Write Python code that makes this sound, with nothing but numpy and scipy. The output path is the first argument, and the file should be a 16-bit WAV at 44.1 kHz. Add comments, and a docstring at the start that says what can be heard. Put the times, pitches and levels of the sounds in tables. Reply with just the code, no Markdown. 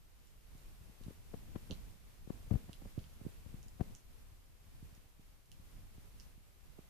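"""Water drips now and then from a roof gutter and ticks on the plastic trim; wall and eaves answer.
Each drop rings a few heavily damped modes and throws a fine splash.
A light breeze keeps up a faint hiss, rush and rumble. Its eddies swing the pressure
at the two ports of a hand-held microphone, heard as low thumps."""
import sys
import numpy as np
from scipy import signal
from scipy.fft import rfft, irfft, next_fast_len
from scipy.io import wavfile
from scipy.ndimage import map_coordinates

SR = 44100
rng = np.random.default_rng(int(sys.argv[2]) if len(sys.argv) > 2 else 0)


def store_pcm(level_fs):
    """Save levels as 16-bit WAV."""
    pcm = np.round(np.clip(level_fs, -1, 1) * 32767).astype(np.int16)
    wavfile.write(sys.argv[1], SR, np.atleast_2d(pcm).T)


N = 303849

# breeze strength: t/s, level re usual/dB
BREEZE_STRENGTH = [(0.0, -3), (0.42, -1.1), (0.52, 0.4), (1.3, 2.6), (1.76, 3.5), (1.98, 0.1), (2.24, 0.5),
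                   (2.6, 3), (3.42, 1.5), (4.05, -0.35), (4.56, -2.5), (4.88, -1), (5.45, -3), (5.67, 0.8),
                   (6.18, 1.76), (6.4, -2), (6.89, -1.5)]
# eddies at the ports: t/s, level/dB, nominal f/Hz, left-right/dB, flutter/dB
PORT_EDDIES = [(0.814, -46.5, 100, -1, -78), (0.899, -45, 200, 24, -78), (1.0131, -46, 212, 3, -68),
               (1.068, -36.5, 173, -12, -78), (1.085, -35, 203, 8, -64), (1.1091, -44, 303, -3, -61.5),
               (1.344, -30.5, 196, 23, -50), (1.5625, -27.5, 220, 14, -44.5),
               (1.7045, -36.5, 217, -7, -58.5), (1.7147, -35, 230, 0, -57.5),
               (1.7264, -31.5, 163, -24, -57), (2.2772, -37.5, 220, 20, -65), (2.3057, -25, 256, 32, -49.5),
               (2.5147, -17.5, 170, 24, -45), (2.5247, -21, 158, 15, -60), (2.543, -20, 138, 20, -49.5),
               (2.5589, -20.5, 121, 15, -50.5), (2.697, -39, 197, -4, -56), (2.8239, -42.5, 225, -2, -60.5),
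               (2.8597, -41, 244, -2, -57.5), (2.9801, -26.5, 213, -16, -65), (2.988, -35, 116, -2, -61),
               (3.217, -37.5, 196, -26, -62), (3.254, -37, 206, -23, -62), (3.2671, -26.5, 236, -19, -71),
               (3.4656, -38.5, 156, 27, -63), (3.5456, -33.5, 158, 15, -64),
               (3.8007, -32.5, 167, 15, -59.5), (3.8134, -19.5, 174, 18, -43.5),
               (4.8298, -39, 176, -14, -84), (4.929, -48, 149, -9, -84), (5.1972, -46.5, 197, -15, -80),
               (6.792, -41.5, 285, -5.5, -58.5)]
RUMBLE_DB_PER_DB = 1.96  # growth with breeze strength


def amp(db):
    """Decibels to gain."""
    return 10 ** (np.asarray(db) / 20)


def unit(x):
    """x at rms 1."""
    return x / np.sqrt(np.mean(x ** 2) + 1e-20)


def along(points, hz):
    """(f/Hz, value) points read on a log axis."""
    f, v = np.transpose(points)
    return np.interp(np.log(hz + 1), np.log(f + 1), v)


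def wobble(rate_hz):
    """Smooth random curve with knots at rate_hz."""
    return map_coordinates(rng.standard_normal(1024), [np.arange(N) * rate_hz / SR], mode="wrap")


def filtered(x, response):
    """x through a frequency response."""
    size = next_fast_len(N + SR // 2)
    hz = np.fft.rfftfreq(size, 1 / SR)
    return irfft(rfft(x, size) * response(hz), size)[..., :N]


def noise(spectrum, coherence=((100, 0),)):
    """Coloured stereo noise, rms 1, with given left-right coherence."""
    def shape(hz):
        angle = np.arccos(along(coherence, hz)) / 2
        return amp(along(spectrum, hz)) * [np.cos(angle), np.sin(angle)]
    mid, side = filtered(rng.standard_normal((2, N)), shape)
    return unit(np.array([mid + side, mid - side]))


def panned(left_db):
    """Left and right gains, 1 on the louder side."""
    gains = amp([[left_db / 2], [-left_db / 2]])
    return gains / gains.max()


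def add(track, at_s, sound):
    """Mix a stereo sound into the track."""
    start = min(max(round(at_s * SR), 0), N)
    track[:, start:start + sound.shape[1]] += sound[:, :N - start]


def random_events(count, columns):
    """Random times/s, then columns uniform in -1..1."""
    when, *draws = rng.uniform(-1, 1, (count, columns + 1)).T
    return (when + 1) / 2 * N / SR, *draws


def breeze(hiss_db=-67, rush_db=-71, rumble_db=-57, waver_db=0.88, rush_db_per_db=2.57):
    """Hiss, low rush and lumpy rumble, all driven by one strength; hiss and rush swell after thumps."""
    # air noise spectra: f/Hz, density/dB
    hiss_spectrum = [(150, -15.5), (300, -3.5), (550, -6.5), (1000, -8), (1700, -10.5), (2300, -10),
                     (2900, -11), (3600, -12.5), (5500, -14), (8000, -15), (12500, -14), (14500, -14.5)]
    rush_spectrum = [(65, -30), (110, -3.5), (214, -6), (361, -17), (461, -17.5), (553, -21.5),
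                     (730, -26.5), (2000, -51), (2600, -31), (4400, -120)]
    rumble_spectrum = [(8, -22), (14, 1), (35, 3.5), (55, -3), (85, -6), (120, -13.5), (180, -20),
                       (400, -61.5)]
    # likeness between ports: f/Hz, coherence
    coherence = [(200, 0.039), (800, 0.078), (2500, 0.028), (6000, 0.033), (12000, 0.031)]
    strength_db = np.interp(np.arange(N) / SR, *np.transpose(BREEZE_STRENGTH))
    steady = amp(strength_db + waver_db * wobble(9.9))
    swelling = np.hypot(steady, hiss_swells())
    lumps = np.array([wobble(18), wobble(20)])  # one curve per port
    hiss = noise(hiss_spectrum, coherence)
    rush = unit(amp(3.4 * lumps) * noise(rush_spectrum, coherence))
    rumble = unit(amp(2.4 * lumps) * noise(rumble_spectrum, coherence=[(50, 0.057)]))
    return (amp(hiss_db) * swelling * hiss
            + amp(rush_db) * swelling ** rush_db_per_db * rush
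            + amp(rumble_db) * steady ** RUMBLE_DB_PER_DB * rumble)


def drips(ring_t60_s=0.0014, splash_t60_s=0.0026, attack_s=0.0021, wall_s=0.0078, wall_db=-13):
    """Drops ring the wet trim and splash, all at one spot on the right; wall and eaves reflect."""
    # drops, ahead of the trim's colour: t/s, peak/dB, f/Hz, splash/dB, echo/dB
    main_drops = [(0.2718, -63.5, 5320, -14, -2), (1.037, -51.5, 4020, -21, -3),
                  (1.7097, -33.5, 4150, -47, -6.5), (1.7172, -42, 3300, -29, -12),
                  (2.731, -41, 3900, -23.5, -6), (2.992, -48, 3850, -33, -10),
                  (3.0409, -49.5, 3450, -33, -7), (3.629, -52, 5920, -15, -4), (3.683, -52, 5360, -12, -8),
                  (3.9505, -47, 6000, -18, -6), (5.5169, -45.5, 4080, -19, -9), (6.199, -49, 4830, -20, -4)]
    # splash spectrum: f/Hz, density/dB
    spray_spectrum = [(2000, -17), (3000, 8.5), (6000, 10), (8200, 0), (10800, 7.5), (12500, -17),
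                      (14500, 6)]
    # trim modes beside the main one: frequency ratio, level/dB
    side_modes = [(.7, 0.5), (1.33, -7)]
    # colour of the trim: f/Hz, gain/dB
    trim_colour = [(1200, -40), (2200, -23), (2650, 3.5), (3000, 6.5), (3600, 1), (4500, 3), (7000, 12.5),
                   (14500, 8.5)]
    out = np.zeros((2, N))
    t = np.arange(SR // 80) / SR
    spray = np.pad(noise(spray_spectrum)[0], (0, len(t)))
    flattening = 1 - np.exp(-(t / attack_s) ** 2)  # the drop takes time to flatten
    drops = [*main_drops, *small_drips()]
    phases = rng.uniform(0, 2 * np.pi, (len(drops), len(side_modes)))
    for (at_s, db, hz, splash_db, echo_db), offsets in zip(drops, phases):
        phase = 2 * np.pi * hz * t
        side_db = -3.5 - 8 * np.log2(hz / 4000)  # small, high drops stir the side modes less
        ring = np.sin(phase)
        for (ratio, mode_db), offset in zip(side_modes, offsets):
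            ring += amp(mode_db + side_db) * np.sin(ratio * phase + offset)
        splash = amp(splash_db + 2 - 60 * t / splash_t60_s) * spray[round(at_s * SR):][:len(t)]
        tick = (ring * amp(-60 * t / ring_t60_s) + splash) * flattening
        tick = amp(db) * tick[None] / np.abs(tick).max()
        add(out, at_s, panned(left_db=-13) * tick)
        add(out, at_s + wall_s, amp(wall_db) * tick)
        add(out, at_s + 0.0027, amp(echo_db) * signal.fftconvolve(tick, eaves(), axes=1))
    return filtered(out, lambda hz: amp(along(trim_colour, hz)))


def small_drips(count=8, usual_db=-62, scatter_db=3, centre_hz=4800, splash_db=-17, echo_db=-6):
    """Drop rows for faint droplets that fall by chance."""
    return [(at_s, usual_db + scatter_db * strength, centre_hz * np.exp(0.194 * pitch), splash_db, echo_db)
            for at_s, strength, pitch in zip(*random_events(count, columns=2))]


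def eaves(samples=8192):
    """Short diffuse stereo tail under the eaves, energy about 1 per side."""
    # decay: f/Hz, t60/s
    decay = [(500, 0.1), (3500, 0.15), (7000, 0.22), (13000, 0.15)]
    hz, t, spectra = signal.stft(rng.standard_normal((2, samples)), SR, nperseg=256)
    fade = amp(-60 * t / along(decay, hz)[:, None])
    tail = signal.istft(spectra * fade, SR, nperseg=256)[1]
    return tail / np.linalg.norm(tail[0])


def eddies(rise_cycles=0.37, fall_cycles=0.78, slowing_cycles=0.69,
           lead_s=0.0026, flutter_s=0.005, wake_db=-24, wake_t60_s=0.094):
    """Each eddy swings the port pressure, fast then slower, with a fluttering front and churning wake."""
    # turbulence spectra: f/Hz, density/dB
    flutter_spectrum = [(100, -10), (280, -7.5), (450, 4), (700, -2), (1000, -10), (1700, -19), (3200, -27),
                        (8000, -46)]
    wake_spectrum = [(30, -14), (70, -2.5), (200, 4), (480, -2), (1000, -22), (2500, -38), (5000, -72)]
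    swings, fronts, wakes = np.zeros((3, 2, N))
    t = np.arange(-SR // 100, SR // 6) / SR
    front = np.exp(-(t / flutter_s) ** 2)
    for at_s, db, hz, left_db, flutter_db in [*PORT_EDDIES, *small_eddies()]:
        cycles = 0.87 * hz * t  # from the core; a small eddy passes quickly and sounds higher
        phase = 2 * np.pi * slowing_cycles * (1 - np.exp(-np.maximum(cycles, -10) / slowing_cycles))
        width = np.where(cycles < 0, rise_cycles, fall_cycles)
        swing = -np.cos(phase) * np.exp(-(cycles / width) ** 2)
        churn = amp(-60 * t / wake_t60_s) * np.clip(cycles, 0, 1)
        start_s = at_s + t[0]
        add(swings, start_s, panned(left_db) * amp(db) * swing)
        add(fronts, start_s - lead_s, panned(left_db) * amp(flutter_db + 5) * front)
        add(wakes, start_s, panned(left_db / 2) * amp(db + wake_db) * churn)
    return swings + fronts * noise(flutter_spectrum) + wakes * noise(wake_spectrum)


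def small_eddies(count=45, usual_db=-53, scatter_db=6, centre_hz=118, pan_db=12, flutter_db=-30):
    """Eddy rows for faint chance puffs, stronger when the breeze is up."""
    at_s, strength, pitch, side = random_events(count, columns=3)
    breeze_db = np.interp(at_s, *np.transpose(BREEZE_STRENGTH))
    db = usual_db + RUMBLE_DB_PER_DB * breeze_db + scatter_db * strength
    hz = centre_hz * np.exp(0.48 * pitch)
    return np.transpose([at_s, db, hz, pan_db * side, db + flutter_db])


def hiss_swells(rise_s=0.0094, fall_s=0.094, base_db=8.5, db_per_db=0.24):
    """Hiss and rush swell briefly after each listed thump: quick rise, slow fall."""
    out = np.zeros(N + SR)
    t = np.arange(SR) / SR
    shape = (1 - np.exp(-t / rise_s)) * np.exp(-t / fall_s)
    for at_s, thump_db, *_ in PORT_EDDIES:
        start = round(at_s * SR)
        span = slice(start, start + SR)
        out[span] = np.maximum(out[span], amp(base_db + db_per_db * thump_db) * shape)
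    return out[:N]


def scene():
    """Drips under the eaves, in the breeze."""
    return breeze() + eddies() + drips()


def record(dry, top_hz=14600):
    """Brick-wall band limit."""
    return filtered(dry, lambda hz: hz < top_hz)


dry = scene()
out = record(dry)
store_pcm(out)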